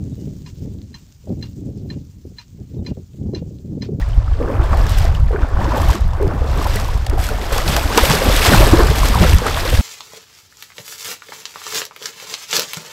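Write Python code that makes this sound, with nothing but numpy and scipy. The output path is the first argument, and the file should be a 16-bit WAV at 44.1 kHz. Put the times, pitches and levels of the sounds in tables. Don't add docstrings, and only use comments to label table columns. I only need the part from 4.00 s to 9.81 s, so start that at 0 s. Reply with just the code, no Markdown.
import sys
import numpy as np
from scipy import signal
from scipy.fft import rfft, irfft, next_fast_len
from scipy.io import wavfile
from scipy.ndimage import uniform_filter1d

SR = 44100
rng = np.random.default_rng(int(sys.argv[2]) if len(sys.argv) > 2 else 0)


def unload_wav(signal):
    wavfile.write(
        sys.argv[1],
        SR,
        np.round(np.clip(np.atleast_2d(signal).T, -1, 1) * 32767).astype(np.int16),
    )


N = 256301

# time_s, level_db
WIND_CURVE = [(0.0, -15.5), (0.26, -15.5), (0.43, -19.5), (0.52, -12.5), (0.83, -13.5), (1.2, -12.5),
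              (1.38, -18), (1.46, -27), (1.57, -13.5), (1.72, -17.5), (1.87, -6.5), (1.99, -28),
              (2.05, -11.5), (2.35, -18), (2.5, -13.5), (2.6, -17.5), (2.9, -14.5), (3.0, -17),
              (3.2, -14.5), (3.4, -20), (3.7, -19.5), (4.1, -21), (4.22, -23), (4.37, -14), (4.5, -21),
              (4.59, -6.5), (4.68, -10.5), (4.73, -15), (5.2, -12), (5.28, -11.5), (5.36, -5), (5.4, -20),
              (5.81, -13)]
# time_s, level_db, swing_hz
EDDIES = [(0.183, -1, 47.7), (0.325, -4, 43.6), (0.568, -8, 64.4), (0.605, -2.5, 71.5), (0.717, -1, 61),
          (0.779, -2, 50.4), (0.92, -3.5, 75), (1.011, -9.5, 66.3), (1.079, -4.5, 45.4), (1.233, -3, 81.5),
          (1.435, -2.5, 55), (1.545, -3.5, 43.6), (1.595, -2.5, 59), (1.817, -8, 66.6), (1.855, -13, 52),
          (1.908, -2, 59), (2.02, -5, 54), (2.256, -8, 47.7), (2.415, -5, 45), (3.097, -2, 57.4),
          (3.197, -3, 53.3), (3.859, -4.5, 52.7), (4.035, -4, 46), (4.288, -3.5, 72), (4.379, -7.5, 57),
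          (4.49, -0.5, 75.6), (4.583, -6, 70.6), (4.729, -0.5, 89), (4.786, 0, 40), (4.904, -1, 76.4),
          (5.161, -1.5, 60.6), (5.213, 0.5, 68), (5.344, 3.5, 60.6), (5.747, -2.5, 71), (5.792, 0.5, 46)]
# peak_s, level_db
LOW_WHUMPS = [(0.73, -25), (0.87, -24.5), (1.0, -23.5), (1.23, -26), (1.41, -31), (1.86, -19), (2.05, -32),
              (2.15, -29), (2.27, -23), (2.35, -28), (2.57, -24), (2.96, -35), (3.22, -41.5), (3.69, -16.5),
              (4.111, -7), (4.29, -25), (4.54, -7.5), (4.6, -13), (4.73, -15), (4.9, -22), (5.21, -9.5),
              (5.35, -19.5), (5.8, -16.5)]
# start_s, level_db, pitch_hz
CLEAR_BUBBLES = [(0.024, -21.5, 1880), (0.132, -31.5, 3050), (0.279, -24, 1240), (0.414, -9.5, 496),
                 (0.501, -19, 1060), (0.512, -16, 362), (0.731, -9.5, 1230), (0.732, -14, 660),
                 (1.048, -13.5, 637), (1.15, -22.5, 3100), (1.307, -15, 480), (1.345, -6.5, 402),
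                 (1.361, -16.5, 1590), (1.589, -16, 830), (1.615, -14, 1010), (1.654, -13.5, 1000),
                 (1.677, -12.5, 320), (1.72, -8.5, 1015), (1.736, -12, 630), (1.765, -10, 880),
                 (1.775, -13, 484), (1.896, -9, 1010), (1.933, -23, 1660), (2.133, -19.5, 1000),
                 (2.21, -7.5, 405), (2.242, -17, 380), (2.756, -15, 436), (2.887, -16.5, 940),
                 (3.067, -19.5, 814), (3.129, -17, 406), (3.177, -13, 724), (3.289, -15, 1410),
                 (3.561, -12, 470), (3.781, -10, 704), (3.976, 0, 456), (4.036, -5, 568),
                 (4.105, -7.5, 1180), (4.108, -11, 880), (4.136, -10, 440), (4.219, -6.5, 516),
                 (4.298, -7, 547), (4.451, -9, 1090), (4.464, -8, 755), (4.48, -15, 450), (4.518, -5, 627),
                 (4.535, -2, 1550), (4.603, -5, 363), (4.791, -1.5, 463), (4.805, -9.5, 1150),
                 (5.032, -7.5, 1090), (5.213, -7, 410), (5.24, -12, 1450), (5.247, -4, 530),
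                 (5.418, -10.5, 466), (5.458, -13, 840), (5.653, -11, 500), (5.727, -9.5, 500)]
# start_s, strength_db, brightness (0 to 1)
SURFACE_SLAPS = [(0.0882, -30, 0.9), (0.639, -25, 0.6), (0.7716, -19.5, 0.4), (0.866, -16, 0.3),
                 (0.894, -14, 1), (0.9856, -11, 1), (1.0523, -15, 0.1), (1.1233, -30, 0.5),
                 (1.148, -23, 0.1), (1.643, -16, 0), (1.8164, -15, 0.3), (1.8677, -27, 0.2),
                 (1.902, -15, 0.3), (1.952, -15, 0.1), (2.133, -24.5, 0.05), (2.2263, -24, 0.9),
                 (2.2774, -22, 0.06), (2.625, -18, 0.6), (2.6433, -13.5, 0.3), (2.758, -9, 1),
                 (2.798, -17, 0.5), (2.8449, -15, 0.2), (2.8803, -22.5, 0.4), (2.9417, -24, 0.4),
                 (2.9741, -26, 0.9), (3.065, -11, 0.27), (3.0974, -15.5, 0.7), (3.191, -20, 0.9),
                 (3.239, -13.5, 0.6), (3.288, -14, 1), (3.526, -8.5, 1), (3.5794, -7.5, 0.5),
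                 (3.678, -3, 0), (3.7644, -0.5, 0.4), (3.8454, -20, 0.6), (3.9751, 7, 0.2),
                 (4.098, 0.5, 0.16), (4.364, -4, 0.6), (4.4496, -2, 0.4), (4.9023, -12, 0.5),
                 (4.9621, -17, 0.7), (4.9835, -11, 0.6), (5.055, -8, 1), (5.085, -6.5, 0.4),
                 (5.1478, -9, 0.6), (5.2175, -15, 0.5), (5.478, -18, 0), (5.6523, -10, 0),
                 (5.701, -11, 0.5)]
# foot_plunges_s, leg_breaks_free_s, babble_db, spray_db, spray_fall_db_per_s
WADING_STRIDES = [(-0.5, 0.0, -34, -41, 90), (0.388, 1.02, -29.5, -30.5, 140),
                  (1.312, 1.924, -29.5, -30, 143), (2.195, 2.74, -30.5, -30, 39)]
# peak_s, air_pockets_db, babble_db
WADING_SLOSHES = [(0.419, -21, -33), (0.5, -21, -29), (0.55, -29, -29.5), (0.62, -28.5, -29),
                  (0.74, -28, -26.5), (0.85, -30.5, -49), (1.05, -31.5, -28.5), (1.14, -36, -37),
                  (1.34, -31.5, -29.5), (1.42, -49, -29.5), (1.54, -27.5, -43), (1.619, -22, -25),
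                  (1.74, -25, -24.5), (1.79, -25, -22), (1.92, -28.5, -27.5), (2.15, -47, -31.5),
                  (2.22, -23, -30), (2.28, -26, -36), (2.33, -26.5, -29.5), (2.45, -28.5, -32),
                  (2.58, -22.5, -26), (2.66, -28, -28), (2.8, -34, -30), (2.93, -32.5, -33)]
# peak_s, spray_db, mist_db
LEG_FLINGS = [(0.03, -54, -60), (0.5, -48, -62), (0.64, -38, -56), (0.79, -42, -38), (0.9, -33, -32),
              (1.0, -40, -38), (1.06, -37, -41), (1.15, -39, -42), (1.42, -40.5, -55), (1.65, -41, -50),
              (1.78, -34, -35), (1.91, -29, -32), (2.23, -47, -58), (2.4, -45, -52), (2.64, -41, -48),
              (2.76, -40, -43)]
# peak_s, air_pockets_db, babble_db, spray_db, mist_db, spray_build_ms
DOG_SPLASHES = [(3.13, -29, -26, -51, -55, 40), (3.2, -34, -29, -32, -35, 14),
                (3.24, -37, -40, -31, -34.5, 40), (3.331, -24, -26, -52, -53, 40),
                (3.43, -32, -28, -39, -44, 46), (3.53, -37, -22, -27, -31.5, 12),
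                (3.584, -42, -21, -26.5, -35, 28), (3.689, -22, -29, -23, -28, 28),
                (3.73, -38, -28, -23, -32, 37), (3.77, -24, -21, -29, -30, 10),
                (3.94, -38, -30, -25.5, -34, 40), (3.978, -20, -15.5, -16, -23.5, 11),
                (4.04, -40, -28, -23, -23.5, 40), (4.111, -35, -16, -17.5, -24, 30),
                (4.15, -35, -24, -26, -30, 30), (4.22, -28, -18, -30, -32, 40),
                (4.28, -14.5, -21, -31, -37, 37), (4.38, -40, -40, -17, -22.5, 100),
                (4.462, -29, -19, -15, -21.5, 46), (4.53, -12.5, -14, -16.5, -21, 23),
                (4.58, -23, -21, -24, -28, 28), (4.618, -25, -14, -25, -28, 38),
                (4.68, -16, -22, -30, -36, 34), (4.739, -13.5, -19, -29, -35, 40),
                (4.809, -12, -17.5, -28, -33, 40), (4.97, -28, -41, -29, -30, 20),
                (5.06, -29, -32, -21.5, -29, 45), (5.15, -34, -37, -34, -32, 33),
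                (5.231, -19, -17, -18.5, -32, 28), (5.3, -25.5, -39, -25, -29.5, 77),
                (5.472, -19.5, -18, -23.5, -36, 40), (5.578, -50, -21, -25, -31.5, 83),
                (5.66, -40, -27, -25, -32.5, 20), (5.74, -30, -44, -24.5, -30.5, 50)]
# time_s, level_db
FOAM_CURVE = [(3.12, -48), (3.22, -39), (3.5, -33), (3.9, -29.5), (4.2, -27.5), (4.7, -25), (5.2, -28.5),
              (5.4, -33), (5.81, -33.5)]
# time_s, largest share of mist that keeps its top octave (0 to 1)
MIST_FINENESS = [(0, 0.54), (2.3, 0.67), (3.0, 0.83), (3.2, 0.94), (5.81, 0.95)]

# pitch_hz, level_db
RUMBLE_COLOUR = [(8, -58), (20, 0), (60, -2), (100, -10.5), (140, -17.5), (220, -50), (500, -86)]
# pitch_hz, level_db
FLUTTER_COLOUR = [(70, -57), (120, 9), (170, 10), (230, -3.5), (350, -42)]
# pitch_hz, level_db
GULP_COLOUR = [(150, -7), (240, -4), (320, -3.5), (450, -4.5), (600, -12.5), (900, -46)]
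# pitch_hz, level_db
BABBLE_COLOUR = [(350, -13.5), (550, 0), (800, 0.5), (1200, -3), (1800, -10.5), (2300, -17.5), (4000, -35)]
# pitch_hz, level_db
SPRAY_COLOUR = [(1000, 3), (1900, 1.5), (3000, 0.5), (5000, -3), (6800, -8.5), (8500, -14.5), (15500, -34)]
# pitch_hz, level_db
MIST_COLOUR = [(4500, -8.5), (6800, -10.5), (8200, -4.5), (9500, -10), (12500, -5), (14000, -11),
               (15600, -16.5)]
# pitch_hz, level_db
SMACK_COLOUR = [(300, -28), (800, 0), (2000, 0), (5000, 3), (8000, -7.5), (15500, -65)]

FLUTTER_DB, FLUTTER_SLOPE = -12, 2.08
WHUMP_RISE, WHUMP_FALL = 470, 260
BUFFET_S = 0.0076
STILL_GULP_DB, STILL_BABBLE_DB, STILL_SPRAY_DB, STILL_MIST_DB = -46, -40.5, -59, -69
RING_S, RING_HZ, RING_SLOPE = 0.0066, 500, 0.41
SINK_DB, SINK_FIRST_HZ, SINK_LAST_HZ, SINK_S, SINK_FADE_DB = -12.5, 558, 264, 0.14, -8.5
BABBLE_AT, BABBLE_RISE, BABBLE_FALL = 0.64, 40, 19
DRAG_RISE, MIST_RISE = 33.6, 40
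WADE_MIST_DB, MIST_FALL = -5.5, 1.15
BOW_S, BOW_START = 0.35, 0.15
GLUG_RISE, GLUG_FALL = 470, 114
SLOP_RISE, SLOP_FALL = 200, 100
FLING_RISE, FLING_FALL = 610, 280
DRIP_DB, DRIP_RISE, DRIP_FALL, DRIPS_PER_S = 7, 47, 58, 27
PLUNGE_RISE, PLUNGE_FALL, SHEET_FALL = 274, 286, 103
BUILD_DB = 10
FOAM_GULP_DB, FOAM_BABBLE_DB, FOAM_MIST_DB = -1.5, 1.5, -9
FAINT_DB, STRONG_DB = -68, -40
SLAP_S = 0.0017
DROPS_PER_S, DROP_DB, DROP_SPREAD_DB = 20, 3.5, 3
TICK_DB, TICK_HZ = 1, 3000
EDGE_HZ = 15720


def gain_of(db):
    return 10 ** (np.asarray(db) / 20)


def evened(x):
    return x / np.sqrt(np.mean(x ** 2) + 1e-20)


def column(table, count):
    rows = np.array(table)
    return np.interp(np.arange(N) / SR, rows[:, 0], rows[:, count])


def coloured(x, spectrum):
    hz, db = np.transpose(spectrum)
    size = next_fast_len(len(x), True)
    bins = np.fft.rfftfreq(size, 1 / SR)
    shape_db = np.interp(np.log(bins + 1), np.log(hz + 1), db)
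    return evened(irfft(rfft(x, size) * gain_of(shape_db), size)[:len(x)])


def add(mix, s, sound):
    start = max(round(s * SR), 0)
    part = mix[start:start + len(sound)]
    part += sound[:len(part)]


def flicker(ms, depth_db):
    chance = uniform_filter1d(rng.standard_normal(N), max(round(ms * SR / 1000), 1))
    return evened(gain_of(depth_db * evened(chance)))


def swells(times, dbs, rise, fall):
    coarse = np.arange(0, N, 32)
    late = coarse[:, None] / SR - np.asarray(times)
    power = (gain_of(dbs + np.minimum(late * rise, -late * fall)) ** 2).sum(axis=1)
    return np.interp(np.arange(N), coarse, power)


def wind():
    wind_db = column(WIND_CURVE, count=1)
    out = gain_of(wind_db) * coloured(rng.standard_normal(N), RUMBLE_COLOUR) * flicker(40, 1.2)
    flutter_power = gain_of(FLUTTER_DB + FLUTTER_SLOPE * wind_db) ** 2
    flutter_power += swells(*np.transpose(LOW_WHUMPS), WHUMP_RISE, WHUMP_FALL)
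    out += np.sqrt(flutter_power) * coloured(rng.standard_normal(N), FLUTTER_COLOUR) * flicker(25, 3.7)
    t = np.arange(-.1 * SR, .1 * SR) / SR
    for (s, db, hz), turn in zip(EDDIES, rng.random((len(EDDIES), 1))):
        swing = np.exp(-(t / BUFFET_S) ** 2) * np.cos(2 * np.pi * (hz * t + turn))
        add(out, s + t[0], gain_of(db) * swing)
    return out


def levels():
    plunge, free, babble_db, spray_db, fall = np.transpose(WADING_STRIDES)
    slosh, slosh_gulp_db, slosh_babble_db = np.transpose(WADING_SLOSHES)
    fling, fling_spray_db, fling_mist_db = np.transpose(LEG_FLINGS)
    hit, hit_gulp_db, hit_babble_db, hit_spray_db, hit_mist_db, build_ms = np.transpose(DOG_SPLASHES)
    build = 1000 * BUILD_DB / np.maximum(build_ms, 2)
    foam = gain_of(column(FOAM_CURVE, count=1)) ** 2
    t = np.arange(N) / SR

    gulp = swells(slosh, slosh_gulp_db, GLUG_RISE, GLUG_FALL)
    gulp += swells(hit, hit_gulp_db, PLUNGE_RISE, PLUNGE_FALL)
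    gulp += gain_of(FOAM_GULP_DB) ** 2 * foam + gain_of(STILL_GULP_DB) ** 2

    dragging = sum(np.clip((t - a) / 0.029, 0, 1) * np.clip((b - t) / 0.092 + 1, 0, 1)
                   for a, b in zip(plunge, free))
    fullest = plunge + BABBLE_AT * (free - plunge)
    babble = dragging ** 2 * swells(fullest, babble_db, BABBLE_RISE, BABBLE_FALL)
    babble += swells(slosh, slosh_babble_db, SLOP_RISE, SLOP_FALL)
    babble += swells(hit, hit_babble_db, PLUNGE_RISE, PLUNGE_FALL)
    babble += gain_of(FOAM_BABBLE_DB) ** 2 * foam + gain_of(STILL_BABBLE_DB) ** 2

    drops = foam + gain_of(STILL_SPRAY_DB) ** 2
    drops += swells(hit, hit_spray_db, build, SHEET_FALL)
    drops += swells(fling, fling_spray_db, FLING_RISE, FLING_FALL)
    mist = gain_of(FOAM_MIST_DB) ** 2 * foam + gain_of(STILL_MIST_DB) ** 2
    mist += swells(hit, hit_mist_db, build, SHEET_FALL)
    mist += swells(fling, fling_mist_db, FLING_RISE, FLING_FALL)
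    for a, b, db, f in zip(plunge, free, spray_db, fall):
        bow_wave = np.clip((t - a) / BOW_S + BOW_START, 0, 1) ** 3.0
        drops += bow_wave * swells([b], db, DRAG_RISE, f)
        mist += bow_wave * swells([b], db + WADE_MIST_DB, MIST_RISE, MIST_FALL * f)

    drips = swells(free, spray_db + DRIP_DB, DRIP_RISE, DRIP_FALL)
    return np.sqrt([gulp, babble, drops, mist, drips])


def bubble(hz, ring_s, drift):
    t = np.arange(round(4 * ring_s * SR) + 8) / SR
    shape = (1 - np.exp(-t * hz * 3.7)) * np.exp(-(t / ring_s) ** 0.98)
    return shape * np.sin(2 * np.pi * hz * (t + drift * t ** 2 / (2 * ring_s)))


def swarm(lo_hz, hi_hz, cycles, per_s, spread_db, count=28):
    out, (when, size, sign) = np.zeros(N), rng.random((3, N))
    strength = gain_of(-spread_db * np.log(size + 0.00078))
    train = (when < per_s / SR) * strength * np.sign(sign - .5)
    kind = rng.integers(0, count, N)
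    for k, hz in enumerate(np.geomspace(lo_hz, hi_hz, count)):
        grain = bubble(hz, cycles * rng.uniform(0.66, 2.01) / hz, rng.uniform(-0.033, 0.14))
        grain /= np.linalg.norm(grain)
        out += np.sqrt(hz) * signal.oaconvolve(train * (kind == k), grain)[:N]
    return evened(out)


def churn(gulp_gain, babble_gain):
    gulps = swarm(159.0, 802, 2.45, 260, 3.7) + 0.34 * rng.standard_normal(N) * np.sqrt(SR / 1300)
    babble = swarm(415.0, 3480, 3.05, 1500, 3.07) + 0.46 * rng.standard_normal(N) * np.sqrt(SR / 6000)
    out = gulp_gain * coloured(gulps, GULP_COLOUR) + babble_gain * coloured(babble, BABBLE_COLOUR)
    drifts = rng.uniform(-0.072, 0.047, (len(CLEAR_BUBBLES), 1))
    for (s, db, hz), drift in zip(CLEAR_BUBBLES, drifts):
        ring_s = RING_S * (RING_HZ / hz) ** RING_SLOPE
        add(out, s, gain_of(db) * bubble(hz, ring_s, drift))
    later_plunges = np.transpose(WADING_STRIDES)[0][1:]
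    for plunge, run in zip(later_plunges, rng.random((len(WADING_STRIDES), 7))):
        for part in (np.arange(len(run)) + run) / len(run):
            hz = SINK_FIRST_HZ * (SINK_LAST_HZ / SINK_FIRST_HZ) ** part
            level = gain_of(SINK_DB + SINK_FADE_DB * part)
            add(out, plunge + part * SINK_S, level * bubble(hz, 2.5 / hz, -0.05))
    return out


def spray(spray_gain, mist_gain):
    surge = flicker(4.4, 1.34) * flicker(24, 0.81)
    fizz = swarm(1190, 8860, 2.9, 2500, 2.8) + 1.4 * rng.standard_normal(N)
    ticks = swarm(4600, 17700, 0.73, 500, 4.8, count=12) + 2.15 * rng.standard_normal(N)
    bright = coloured(ticks * surge, MIST_COLOUR)
    dull = evened(signal.lfilter(*signal.butter(3, 8500, fs=SR), bright))
    mist_db = 20 * np.log10(mist_gain)
    opening = np.clip((mist_db - FAINT_DB) / (STRONG_DB - FAINT_DB), 0, 1)
    share = opening * np.clip(column(MIST_FINENESS, count=1), 0, 1)
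    mist = mist_gain * (share * bright + (1 - share) * dull)
    return spray_gain * coloured(fizz * surge, SPRAY_COLOUR) + mist


def slaps(spray_gain, drip_gain):
    t, (when, size, bright) = np.arange(2000) / SR, rng.random((3, N))
    drop_gain = spray_gain * gain_of(DROP_DB - DROP_SPREAD_DB * np.log(size + 0.039))
    hits = (when < DROPS_PER_S / SR) * drop_gain
    drip = when > 1 - DRIPS_PER_S / SR
    hits += drip * drip_gain * gain_of(-DROP_SPREAD_DB * np.log(size + 0.016))
    bright[drip] = 0.74 + 0.36 * bright[drip]
    for s, db, shine in SURFACE_SLAPS:
        place = round(s * SR)
        hits[place], bright[place] = gain_of(db), np.clip(shine, 0, 1)
    burst = (1 - np.exp(-t / 0.0024)) * np.exp(-t / SLAP_S)
    body = signal.oaconvolve(hits * np.sqrt(np.clip(1 - bright, 0, 1)), burst)[:N]
    edge = signal.oaconvolve(hits * np.sqrt(bright), burst)[:N]
    noise = rng.standard_normal(N)
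    contact = hits * np.sqrt(bright) * np.sign(noise)
    tick = signal.lfilter(*signal.butter(2, TICK_HZ, "high", fs=SR), contact)
    wide = body * coloured(noise, SMACK_COLOUR) + edge * coloured(noise, MIST_COLOUR)
    return wide + gain_of(TICK_DB) * tick


def scene():
    gulp, babble, drops, mist, drips = levels()
    return (wind() + churn(gulp, babble) + spray(drops, mist) + slaps(drops, drips))[None]


def record(dry):
    clipped = np.clip(dry, -1, 1)
    band_limit = signal.firwin(511, EDGE_HZ, window=("kaiser", 9), fs=SR)
    return signal.oaconvolve(clipped, band_limit[None], "same")


dry = scene()
out = record(dry)
unload_wav(out)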